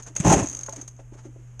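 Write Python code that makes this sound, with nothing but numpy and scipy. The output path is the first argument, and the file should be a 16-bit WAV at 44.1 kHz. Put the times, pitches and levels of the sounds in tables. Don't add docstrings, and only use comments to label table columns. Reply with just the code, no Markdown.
import sys
import numpy as np
from scipy import signal
from scipy.fft import rfft, irfft
from scipy.io import wavfile
from scipy.ndimage import uniform_filter1d

SR = 44100
rng = np.random.default_rng(int(sys.argv[2]) if len(sys.argv) > 2 else 0)


def output_pcm(signal):
    pcm = np.clip(np.atleast_2d(signal).T, -1, 1) * 32767
    wavfile.write(sys.argv[1], SR, np.round(pcm).astype(np.int16))


N = 70560
T = np.arange(N) / SR

# (time [s], level [dB])
HUM_LEVEL = [(0, -47), (.5, -46), (1.1, -45.5), (1.6, -43.5)]
# (frequency [Hz], gain [dB])
ROOM_SPECTRUM = [(20, -1), (45, 8.5), (75, 0.5), (100, -3.5), (300, -13.5), (1000, -25.5), (3000, -28),
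                 (4600, -51), (8000, -37), (12500, -39)]
# (time [s], level [dB])
RUSTLE_LEVEL = [(0, -50.5), (.03, -71), (.06, -62), (.08, -48.5), (.12, -70.5), (.17, -66), (.32, -49),
                (.5, -56), (.68, -60.5), (.8, -55.5), (.85, -66.5), (.97, -79), (1.0, -61.5), (1.03, -76),
                (1.11, -79), (1.145, -59), (1.165, -72), (1.19, -57), (1.225, -70.5), (1.255, -58.5),
                (1.29, -73.5), (1.6, -72)]
# (frequency [Hz], gain [dB])
RUSTLE_SPECTRUM = [(200, 14), (600, 12), (1500, 8.5), (2700, 1.5), (4600, -3), (6400, -10), (9500, -3.5),
                   (12500, -48)]
# (time [s], level through housing [dB], scrape length [s])
PAWL_TICKS = [(0.024, -30.5, 0.02), (0.064, -31, 0.015), (0.083, -32, 0.0053), (0.153, -24, 0.0019),
              (0.164, -8.5, 0.0041), (0.204, -26, 0.0044), (0.248, -15.5, 0.0048), (0.254, -36, 0.0032),
              (0.28, -7, 0.0044), (0.294, -8, 0.0054), (.303, -11.5, 0.0037), (0.323, -10, 0.0047),
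              (0.33, -4, 0.002), (0.338, -34, .004), (0.378, -33, 0.0037), (0.429, -23, 0.012),
              (.458, -19.5, 0.0052), (0.471, -23.5, 0.01), (0.485, -20.5, 0.0088), (0.4984, -13.5, 0.0015),
              (.515, -22, .003), (0.529, -20, 0.005), (.549, -15, 0.0025), (0.5677, -21.5, 0.0064),
              (0.59, -19, 0.0036), (0.61, -20, 0.004), (0.633, -20.5, 0.007), (.662, -22.5, 0.0082),
              (0.6924, -20.5, 0.0052), (0.7253, -24, 0.011), (0.761, -22.5, 0.0082), (0.782, -31, 0.0017),
              (0.8133, -22, 0.0057), (0.8778, -22.5, 0.0069), (0.884, -38, .002), (0.965, -39, .002),
              (1.252, -40, 0.0017), (1.594, -24, 0.0037)]
# (frequency [Hz], gain [dB])
TICK_SPECTRUM = [(300, 5.5), (1500, -0.5), (3500, 0), (4700, 1.5), (5700, -5.5), (6300, 6.5), (7200, -2.5),
                 (9300, 4.5), (10300, -7.5), (12500, -7.5)]
# (frequency [Hz], width [Hz], gain [dB])
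HULL_MODES = [(102, 120, -8), (160, 150, -1), (316, 53, 2.5), (401.6, 44.7, -2.5), (556, 34, -2.5),
              (656, 33.2, -2), (790, 26, -5.5), (869.2, 21, -2), (1046, 62, -9.5), (1253, 310, -19.5),
              (1970, 520, -23), (2670, 340, -22.5)]
# (time [s], peak [dB], centre [Hz], width [Hz], decay [s])
HULL_KNOCKS = [(0.059, -46, 1300, 1450, 0.0096), (0.087, -44.5, 320, 300, 0.015),
               (0.171, -41, 580, 900, 0.0079), (0.22, -33.5, 247, 300, 0.018),
               (.245, -15.5, 833, 295, 0.0029), (.264, -13.5, 882, 202, 0.0033),
               (.298, -10.5, 891, 200, 0.0029), (.306, -17.5, 430, 200, 0.012),
               (.316, -10.5, 820, 250, 0.0066), (.322, -42, 680, 197, 0.0072), (.335, -20, 840, 300, 0.004),
               (0.505, -40, 278, 302, 0.057), (0.681, -28, 547, 490, 0.0052),
               (.684, -27, 1180, 900, 0.0033), (0.727, -37.5, 1120, 1200, 0.0081),
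               (.762, -38.5, 297, 250, 0.019), (0.782, -41, 300, 250, 0.008), (0.82, -42, 350, 402, 0.013),
               (0.987, -39.5, 600, 900, 0.013), (.995, -50.5, 2550, 1500, 0.0091),
               (1.118, -37.5, 328, 600, 0.0083), (1.145, -41, 395, 905, 0.011),
               (1.183, -50, 1540, 1800, 0.0085), (1.247, -34.5, 304, 249, 0.022),
               (1.356, -42, 487, 300, 0.0028), (1.377, -49.5, 362, 149, 0.019),
               (1.594, -27, 510, 800, 0.0025)]
# (time [s], hull level [dB], rattle level [dB])
SHAKE_LEVELS = [(.15, -41, -69), (.166, -55, -34.5), (.176, -42, -49), (.192, -62, -52.5), (.202, -41, -36),
                (.226, -45, -48.5), (.242, -27.5, -44), (.247, -20.5, -38.5), (.264, -20, -30.5),
                (.284, -19, -32), (.302, -14.5, -29), (.324, -12.5, -26.5), (.342, -16, -24),
                (.356, -21.5, -36), (.386, -21.5, -37.5), (.394, -21.5, -31.5), (.43, -29.5, -48.5),
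                (.442, -38, -38.5), (.456, -42.5, -53), (.474, -39.5, -49), (.484, -54.5, -66),
                (.56, -53.5, -51)]
# (frequency [Hz], gain [dB])
RATTLE_SPECTRUM = [(1000, -1.5), (2600, 3.5), (4500, -7.5), (6400, -9), (9000, -2), (12500, -28)]
# (time [s], peak [dB], pitch [Hz])
COMPRESSIONS = [(0.2, -13.5, 154.4), (0.256, -8.5, 144), (.274, -5, 154), (.291, -7.5, 165),
                (0.31, -14, 194), (0.331, -10.5, 157), (0.367, -13, 173), (.424, -20.5, 125),
                (0.44, -20, 290)]

HOUSING_HZ, HOUSING_WIDTH_HZ, HOUSING_DB = 6481, 444, 21.5


def undb(db):
    return 10 ** (np.asarray(db) / 20)


def curve(table, column=1):
    points = np.array(table)
    return np.interp(T, points[:, 0], points[:, column])


def unit_rms(x):
    return x / np.sqrt(np.mean(x ** 2))


def colour(x, spectrum):
    hz, db = np.array(spectrum).T
    log_hz = np.log(np.fft.rfftfreq(N, 1 / SR) + 1)
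    return irfft(rfft(x) * undb(np.interp(log_hz, np.log(hz), db)), N)


def ring(x, hz, width_hz, stages=1):
    for _ in range(stages):
        x = signal.lfilter(*signal.iirpeak(hz, hz / width_hz, SR), x)
    return x


def grains(per_s, spread_db):
    chance, polarity, size = rng.random((N, 3)).T
    return (chance < per_s / SR) * np.sign(polarity - .5) * undb(-spread_db * np.log(size + 1e-9))


def wander(rate_hz):
    window = int(SR / rate_hz)
    return unit_rms(uniform_filter1d(uniform_filter1d(rng.standard_normal(N), window), window))


def mains_hum(hz=121.2):
    rms = undb(curve(HUM_LEVEL) + 0.42 * wander(19))
    return np.sqrt(2) * rms * np.sin(2 * np.pi * hz * T + 0.047 * wander(14))


def room_rumble(level_db=-52.5):
    return undb(level_db) * unit_rms(colour(rng.standard_normal(N), ROOM_SPECTRUM))


def cord_rustle():
    rub = colour(rng.standard_normal(N), RUSTLE_SPECTRUM)
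    midband_rms = np.std(ring(rub, hz=2340, width_hz=3000))
    return rub / midband_rms * undb(curve(RUSTLE_LEVEL) + 0.68 * wander(45))


def pawl_ticks(rise_s=0.0015, snap_db=12.5, tail_db=-12, tail_t60_s=0.19):
    power, snaps = np.zeros(N), np.zeros(N)
    grit = grains(per_s=7000, spread_db=2.5)
    for start_s, level_db, scrape_s in PAWL_TICKS:
        t = np.maximum(T - start_s, 0)
        dry_db = level_db - HOUSING_DB
        scrape = np.exp(-(t / scrape_s) ** 2)
        tail = undb(tail_db - 60 * t / tail_t60_s)
        shape = np.minimum(t / rise_s, 1) * (scrape + tail) ** 2
        grit_power = np.sum(shape * grit ** 2) / shape.sum()
        power += undb(dry_db) ** 2 * shape / grit_power
        snaps[int(start_s * SR)] = undb(dry_db + snap_db)
    return colour(grit * np.sqrt(power) + snaps, TICK_SPECTRUM)


def hull(force):
    return sum((-1) ** k * undb(db) * ring(force, hz, width_hz)
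               for k, (hz, width_hz, db) in enumerate(HULL_MODES))


def hull_knocks(edge_db=12):
    out, grit = np.zeros(N), rng.standard_normal(N)
    for start_s, peak_db, hz, width_hz, decay_s in HULL_KNOCKS:
        t = np.maximum(T - start_s, 0)
        force = grit * (T >= start_s) * np.exp(-t / decay_s)
        force[int(start_s * SR)] = undb(edge_db)
        knock = hull(ring(force, hz, width_hz, stages=2))
        out += undb(peak_db) * knock / np.abs(knock).max()
    return out


def bench(force):
    return ring(force, hz=56.3, width_hz=40, stages=2)


def hull_shake(bench_db=-16, fade_in_s=0.005, fade_out_s=0.03):
    start_s, end_s = SHAKE_LEVELS[0][0], SHAKE_LEVELS[-1][0]
    gate = np.clip((T - start_s) / fade_in_s, 0, 1) * np.clip((end_s - T) / fade_out_s, 0, 1)
    blows = grains(per_s=4000, spread_db=1.5)
    force = blows * gate * undb(curve(SHAKE_LEVELS))
    body = hull(force) / np.std(hull(blows))
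    boom = undb(bench_db) * bench(force) / np.std(bench(blows))
    rattle = unit_rms(colour(grains(per_s=4000, spread_db=2.5), RATTLE_SPECTRUM))
    return body + boom + rattle * gate * undb(curve(SHAKE_LEVELS, column=2))


def compression_strokes(rise_s=0.0074, t60_s=0.021):
    out = np.zeros(N)
    for start_s, peak_db, hz in COMPRESSIONS:
        t = np.maximum(T - start_s, 0)
        envelope = (1 - np.exp(-t / rise_s)) ** 2 * undb(-60 * t / t60_s)
        thump = -np.sin(2 * np.pi * hz * t) * envelope
        out += undb(peak_db) * thump / np.abs(thump).max()
    return out


def pawl_ping(start_s=0.2015, peak_db=-25.5, hz=7820, t60_s=0.016):
    t = np.maximum(T - start_s, 0)
    return undb(peak_db - 60 * t / t60_s) * np.sin(2 * np.pi * hz * t)


def scene():
    background = mains_hum() + room_rumble()
    pull = cord_rustle() + hull_shake() + compression_strokes()
    contacts = pawl_ticks() + hull_knocks() + pawl_ping()
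    return (background + pull + contacts)[None]


def record(dry):
    limit, cutoff_hz = 0.65, 12100
    housing = ring(dry, HOUSING_HZ, HOUSING_WIDTH_HZ)
    housing = ring(housing, HOUSING_HZ, 9.7 * HOUSING_WIDTH_HZ)
    clipped = limit * np.tanh((dry + undb(HOUSING_DB) * housing) / limit)
    lowpass = signal.ellip(8, .2, 60, cutoff_hz, fs=SR, output="sos")
    return signal.sosfilt(lowpass, clipped)


dry = scene()
out = record(dry)
output_pcm(out)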